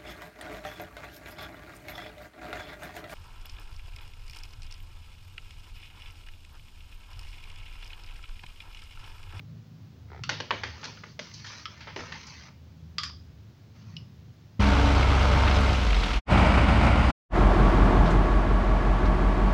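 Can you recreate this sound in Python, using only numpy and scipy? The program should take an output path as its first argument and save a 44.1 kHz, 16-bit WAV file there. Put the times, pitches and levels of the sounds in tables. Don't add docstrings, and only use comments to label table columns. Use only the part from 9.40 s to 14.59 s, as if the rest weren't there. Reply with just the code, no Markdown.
import sys
import numpy as np
from scipy import signal
from scipy.fft import rfft, irfft
from scipy.io import wavfile
from scipy.ndimage import uniform_filter1d

SR = 44100
rng = np.random.default_rng(int(sys.argv[2]) if len(sys.argv) > 2 else 0)


def dump(signal):
    limited = np.clip(np.atleast_2d(signal).T, -1, 1)
    pcm = np.round(limited * 32767).astype(np.int16)
    wavfile.write(sys.argv[1], SR, pcm)


N = 229055
BINS = np.fft.rfftfreq(4096, 1 / SR)
LEVEL_SPAN = 0.008 * SR
EDGE_HZ = 15900

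# (multiple of the fundamental, relative level [dB])
HUM_UPPER = [(5, 3.5), (6, 3.5), (7, -6.5), (8, -4), (9, -9.5), (10, -13)]
# (time [s], third multiple [dB], fourth multiple [dB], upper tones [dB])
HUM_LEVEL = [(0.0, -58, -52.5, -51.5), (0.43, -67, -52.5, -48.5), (0.78, -49, -52, -59.5),
             (0.82, -47, -44, -43), (0.91, -65, -49.5, -50), (1.37, -46, -51, -56),
             (1.42, -64, -53.5, -48.5), (2.27, -59, -55, -59), (2.63, -47, -56, -49), (2.89, -58, -62, -53),
             (3.96, -47.5, -53.5, -53), (4.24, -66, -56, -64.5), (4.54, -59, -47, -48),
             (5.19, -55, -56.5, -62.5)]
HUM_HZ, HUM_WANDER_DB, HUM_WANDER_HZ = 26.29, 3.5, 1.6
# (frequency [Hz], relative density [dB per Hz])
AIR_TONE = [(20, -20), (45, -10), (75, -5.5), (150, 3), (240, -4), (330, -9), (500, -15), (1000, -20.5),
            (2000, -24), (5000, -26), (6500, -31), (8500, -45.5), (16000, -44.5)]
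AIR_DB, HISS_DB = -56.5, -74

# (frequency [Hz], time to fall 60 dB [s])
ROOM_DECAY = [(200, 0.25), (600, 0.24), (1500, 0.26), (3000, 0.41), (5000, 0.46), (7000, 0.25),
              (12000, 0.18)]
# (centre [Hz], width [Hz], height [dB])
BODY_MODES = [(386, 22, 6), (486, 46, 3.5), (756, 85, -3), (899, 90, 7), (1050, 93, 1), (1203, 28, 2.5),
              (1676, 60, 0.5), (1920, 51, -2.5), (4380, 480, 2)]
CONTACT_RIPPLE_DB = 3

# (frequency [Hz], relative level [dB])
SLIP_TONE = [(200, -36), (400, 9), (600, -5), (900, 7), (1100, -10), (1300, 2.5), (1600, -6), (2100, 0.5),
             (2700, -19.5), (4000, -16.5), (6000, -23), (8500, -60)]
SLIP_START_S, SLIP_EVERY_S, SLIP_COUNT = 0.64, 0.0151, 11
SLIP_DB, SLIP_PEAK_S, SLIP_RISE_DB_PER_S, SLIP_FADE_DB_PER_S = -47, 0.714, 600, 55

# (time [s], level [dB], bass [dB], treble [dB], low mode [Hz], middle mode [Hz],
# high mode [Hz], middle mode [dB], high mode [dB], glint [dB], room level [dB])
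CLICKS = [(0.8358, -33.5, 3.5, 0, 1310, 2770, 4480, 9, 6.5, 10, -8.5),
          (2.2552, -33.5, 6, -10, 1266, 3100, 5370, 11, 5.5, -3, -9),
          (3.5824, -26, 5.5, 1.5, 1210, 3400, 4700, 11, 12.5, -2, -6.5),
          (3.6333, -32, 4, 6, 1156, 3320, 4850, 5, 13, 26, -2),
          (4.5657, -39, -39, -13, 1310, 2680, 5130, 15.5, 8, 0, -13)]
# (frequency [Hz], relative level [dB])
CLICK_TONE = [(200, -43), (750, -28.5), (1100, -10), (2200, -4), (3700, -6.5), (5600, -6), (6400, -15.5),
              (7600, -22), (8600, -43), (11000, -47), (16000, -60)]
# (frequency [Hz], time to fall 60 dB [s])
CLICK_DECAY = [(1200, 0.25), (2500, 0.19), (3400, 0.33), (4300, 0.28), (4900, 0.36), (5600, 0.31),
               (7300, 0.16), (11000, 0.076)]

# (time [s], level [dB], bass [dB], treble [dB], ring [Hz], room level [dB])
TAPS = [(0.8917, -24, -3, -1, 1560, -4), (1.0013, -31, 5, -5.5, 2940, -6.5),
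        (1.1064, -22, 2, -14, 1190, -5.5), (1.234, -30, -1, -6, 2050, -3),
        (1.43, -38.5, -5, -14, 920, -0.5), (1.4401, -39.5, -12, 14.5, 2200, -3),
        (1.452, -39.5, 1, 8, 1490, -13), (1.571, -50, -7, -10, 1290, -2), (1.635, -42, 1, -13, 1580, -5),
        (1.791, -33, 1.5, 1.5, 2090, -7), (1.9385, -44.5, -31, 22, 2200, -0.5),
        (2.046, -41.5, -19, -15, 1800, -8.5), (2.065, -44, -22, 6.5, 2390, 0),
        (2.105, -51, -8, -18, 1010, -2), (2.133, -46, -17, -12, 1180, -9),
        (2.406, -45.5, -19, -3.5, 2140, 2), (2.469, -45, -0.5, -15, 900, 7.5),
        (2.5609, -32, 19.5, -3.5, 950, -7.5), (2.59, -40, 17.5, -14, 1250, -2),
        (2.607, -43, 16, -2, 1390, -15), (2.7201, -38.5, -13, -4, 1830, 0.5),
        (2.867, -47.5, -12, 35, 2280, -1), (3.083, -51, -1, -24, 1100, -5),
        (3.694, -46.5, -10, 3.5, 1900, -17)]
# (frequency [Hz], relative level [dB])
TAP_TONE = [(100, -26), (220, -18), (400, -3.5), (900, -2), (1800, 3.5), (3000, -2.5), (4800, -1.5),
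            (6000, -7), (6800, -15), (7800, -34.5), (10000, -46), (16000, -68)]
TAP_HIGH_RING_HZ = 3080
# (frequency [Hz], relative level [dB])
BLOOM_TONE = [(120, -14.5), (240, 5), (400, -1), (620, 2), (900, -13), (3000, -63)]
BLOOM_DB, BLOOM_RISE_S = -13.5, 0.013

# (start [s], length [s], level [dB], low body [dB], fizz [dB])
SCUFFS = [(0.904, 0.22, -56, -58, -61), (1.117, 0.1, -50, -49, -55), (1.233, 0.22, -50, -54.5, -53.5),
          (1.429, 0.086, -50.5, -55, -50), (1.531, 0.19, -64.5, -69, -58.5), (1.798, 0.31, -54, -84, -50.5),
          (2.032, 0.19, -49.5, -68, -48.5), (2.271, 0.56, -54, -65.5, -59), (2.554, .26, -47.5, -58, -51),
          (2.811, 0.25, -50, -73, -52), (4.33, 0.27, -63.5, -75, -67)]
# (frequency [Hz], relative level [dB])
SCUFF_TONE = [(60, -47), (220, -1), (400, -1.5), (700, 1), (1000, 6), (1500, 3.5), (2200, 6), (3600, -7),
              (4800, -3), (6200, -4.5), (7000, -18), (8000, -38.5), (10000, -38), (16000, -64)]
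SCUFF_ATTACK_S, SCUFF_SAG_DB_PER_S, SCUFF_RELEASE_DB_PER_S = 0.028, 17.5, 230
CATCHES_PER_S, CATCH_DB, CATCH_SPREAD_DB = 5, 0, 0.5


def gain_of(db):
    return 10 ** (np.asarray(db) / 20)


def evened(x):
    return x / np.sqrt(np.mean(x ** 2) + 1e-20)


def read(points, hz):
    f, value = np.transpose(points)
    return np.interp(np.log(hz + 1), np.log(f + 1), value)


def add(mix, s, sound):
    part = mix[round(s * SR):][:len(sound)]
    part += sound[:len(part)]


def shaped(x, tone):
    hz = np.fft.rfftfreq(len(x), 1 / SR)
    return irfft(rfft(x) * gain_of(read(tone, hz)), len(x))


def drift(rate_hz):
    hz = np.fft.rfftfreq(N, 1 / SR)
    return evened(irfft(rfft(rng.standard_normal(N)) * np.exp(-(hz / rate_hz) ** 2), N))


def hum():
    s, *levels = np.transpose(HUM_LEVEL)
    t = np.arange(N) / SR
    low_db, main_db, upper_db = (np.interp(t, s, db) for db in levels)
    turns = np.cumsum(HUM_HZ * (1 + 0.00832 * drift(rate_hz=1.58))) / SR

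    def tone(order, rough):
        waver = 1 + rough * (drift(rate_hz=11) + 1j * drift(rate_hz=26))
        return evened((waver * np.exp(2j * np.pi * (order * turns + rng.random()))).real)

    upper = np.zeros(N)
    for order, db in HUM_UPPER:
        wandering_db = db + HUM_WANDER_DB * drift(HUM_WANDER_HZ)
        upper += gain_of(wandering_db) * tone(round(order), rough=0.69)
    third = gain_of(low_db + 0.3) * tone(order=3, rough=0.77)
    fourth = gain_of(main_db + 1.0) * tone(order=4, rough=0.87)
    return third + fourth + gain_of(upper_db - 0.5) * evened(upper)


def air():
    room = evened(shaped(rng.standard_normal(N), AIR_TONE))
    hiss_tone = [(12500, -43), (13900, -9), (14600, -7), (15300, -1.5)]
    hiss = evened(shaped(rng.standard_normal(N), hiss_tone))
    return gain_of(AIR_DB) * room + gain_of(HISS_DB) * hiss


def bump(centre_hz, width_hz):
    return 1 / (1 + (2 * (BINS - centre_hz) / width_hz) ** 4)


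def body_db(hz):
    return sum(db / (1 + (2 * (hz - centre) / width) ** 2) for centre, width, db in BODY_MODES)


def ripple(step_hz):
    knots = np.arange(0, SR / 2 + step_hz, step_hz)
    return np.interp(BINS, knots, rng.standard_normal(size=600)[:len(knots)])


def causal(db):
    log_gain = np.log(gain_of(np.r_[db, db[-2:0:-1]]))
    ring = np.fft.ifft(np.exp(np.conj(signal.hilbert(log_gain)))).real[:len(db)]
    return ring / np.linalg.norm(ring)


def crack(spread_s):
    knots = np.linspace(0, SR / 2, num=45)
    delay = spread_s * np.interp(BINS, knots, rng.uniform(0.081, 1, len(knots)))
    return irfft(np.exp(-2j * np.pi * np.cumsum(delay) * BINS[1]))[:len(BINS) // 2]


def blow(spread_s, echo_s, echo_db):
    out = crack(spread_s)
    add(out, echo_s, gain_of(echo_db) * crack(spread_s))
    return out / np.linalg.norm(out)


def room_tail(t60s, rise_s):
    hz, t, z = signal.stft(rng.standard_normal(SR // 2), SR, nperseg=256)
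    decay = gain_of(-60 * t / read(t60s, hz)[:, None])
    tail = signal.istft(z * decay, SR, nperseg=256)[1]
    tail *= 1 - np.exp(-(np.arange(len(tail)) / SR / rise_s) ** 2)
    return tail / np.linalg.norm(tail)


def struck(contact, colour_db, level_db, room_db, t60s):
    drive = gain_of(room_db) * room_tail(t60s, rise_s=0.0035)
    contact_colour = causal(CONTACT_RIPPLE_DB * ripple(step_hz=330))
    add(drive, 0, signal.fftconvolve(contact, contact_colour))
    colour_db = colour_db + 2.5 * ripple(step_hz=120)
    return gain_of(level_db) * np.sqrt(LEVEL_SPAN) * signal.fftconvolve(drive, causal(colour_db))


def stutter():
    out = np.zeros(N)
    for s in SLIP_START_S + SLIP_EVERY_S * np.arange(SLIP_COUNT):
        drop_db = max(SLIP_RISE_DB_PER_S * (SLIP_PEAK_S - s), SLIP_FADE_DB_PER_S * (s - SLIP_PEAK_S))
        contact = crack(spread_s=0.004)
        add(out, s, struck(contact, read(SLIP_TONE, BINS), SLIP_DB - drop_db, -6, ROOM_DECAY))
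    return out


def clicks():
    out = np.zeros(N)
    bass = 1 / (1 + (BINS / 2200) ** 8)
    treble = 1 / (1 + (5800 / (BINS + 1)) ** 16)
    for (s, db, bass_db, treble_db, low_hz, middle_hz, high_hz,
         middle_db, high_db, glint_db, room_db) in CLICKS:
        modes_db = 11 * bump(low_hz, width_hz=250) + middle_db * bump(middle_hz, width_hz=590)
        modes_db += high_db * bump(high_hz, width_hz=580) + glint_db * bump(11130, width_hz=350)
        colour_db = read(CLICK_TONE, BINS) + bass_db * bass + treble_db * treble + modes_db
        contact = blow(spread_s=0.00243, echo_s=0.0039, echo_db=-5)
        add(out, s, struck(contact, colour_db, db, room_db, CLICK_DECAY))
    return out


def tap(db, bass_db, treble_db, ring_hz, room_db):
    bass = 1 / (1 + (BINS / 600) ** 4)
    treble = 1 / (1 + (3600 / (BINS + 1)) ** 6)
    rings_db = body_db(BINS) + 4 * bump(ring_hz, width_hz=380) + 3 * bump(TAP_HIGH_RING_HZ, width_hz=630)
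    colour_db = read(TAP_TONE, BINS) + bass_db * bass + treble_db * treble + rings_db
    contact = blow(spread_s=0.00326, echo_s=0.0038, echo_db=0.5)
    return struck(contact, colour_db, db, room_db, ROOM_DECAY)


def taps():
    out = np.zeros(N)
    bloom = causal(read(BLOOM_TONE, BINS) + body_db(BINS))
    for s, db, bass_db, treble_db, ring_hz, room_db in TAPS:
        add(out, s, tap(db, bass_db, treble_db, ring_hz, room_db))
        size = gain_of(db + BLOOM_DB + 0.47 * bass_db) * np.sqrt(LEVEL_SPAN)
        add(out, s, size * signal.fftconvolve(room_tail(ROOM_DECAY, BLOOM_RISE_S), bloom))
    return out


def shifting(x, patchy_db):
    hz, t, z = signal.stft(x, SR, nperseg=1024, noverlap=768)
    patches = uniform_filter1d(rng.standard_normal(z.shape), size=4, axis=0)
    patches = uniform_filter1d(patches, size=8, axis=1)
    z = z * gain_of(patchy_db * evened(patches) + 0.78 * body_db(hz)[:, None])
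    return signal.istft(z, SR, nperseg=1024, noverlap=768)[1][:N]


def scuff_envelope(start, length):
    t = np.maximum(np.arange(N) / SR - start, 0)
    fade_db = SCUFF_SAG_DB_PER_S * t + SCUFF_RELEASE_DB_PER_S * np.maximum(t - length, 0)
    return np.minimum(t / SCUFF_ATTACK_S, 1) * gain_of(-fade_db)


def scuffing():
    hz = np.fft.rfftfreq(N, 1 / SR)
    sizes = gain_of(4.2 * np.minimum(rng.exponential(1, N), 4))
    present = rng.random(N) < 1500 / SR
    grains = evened(sizes * rng.choice([-1, 1], N) * present)
    grains *= gain_of(1.53 * drift(rate_hz=25))
    wet = signal.fftconvolve(grains, room_tail(ROOM_DECAY, rise_s=0.027))[:N]
    rub = shifting(grains + gain_of(-2) * wet, patchy_db=4)
    spectrum = rfft(shaped(rub, SCUFF_TONE))
    low = 1 / (1 + (hz / 760) ** 8)
    high = 1 / (1 + (3400 / (hz + 1)) ** 8)
    shares = (1 - low - high, low, high)
    bands = np.array([evened(irfft(spectrum * share, N)) for share in shares])
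    power = np.zeros((3, N))
    for start, length, *levels_db in SCUFFS:
        power += (gain_of(levels_db)[:, None] * scuff_envelope(start, length)) ** 2
    return (np.sqrt(power) * bands).sum(0)


def catches():
    out = np.zeros(N)
    for start, length, _, _, fizz_db in SCUFFS:
        for _ in range(round(CATCHES_PER_S * length)):
            db = fizz_db + CATCH_DB + CATCH_SPREAD_DB * rng.standard_normal()
            tick = tap(db, bass_db=5, treble_db=11.5, ring_hz=rng.uniform(1000, 2300), room_db=-4.5)
            add(out, start + length * rng.random(), tick)
    return out


def scene():
    return (hum() + air() + stutter() + clicks() + taps() + scuffing() + catches())[None]


def record(dry):
    low_pass = signal.firwin(511, EDGE_HZ, window=("kaiser", 9), fs=SR)
    return signal.oaconvolve(dry, low_pass[None], "same")


dry = scene()
out = record(dry)
dump(out)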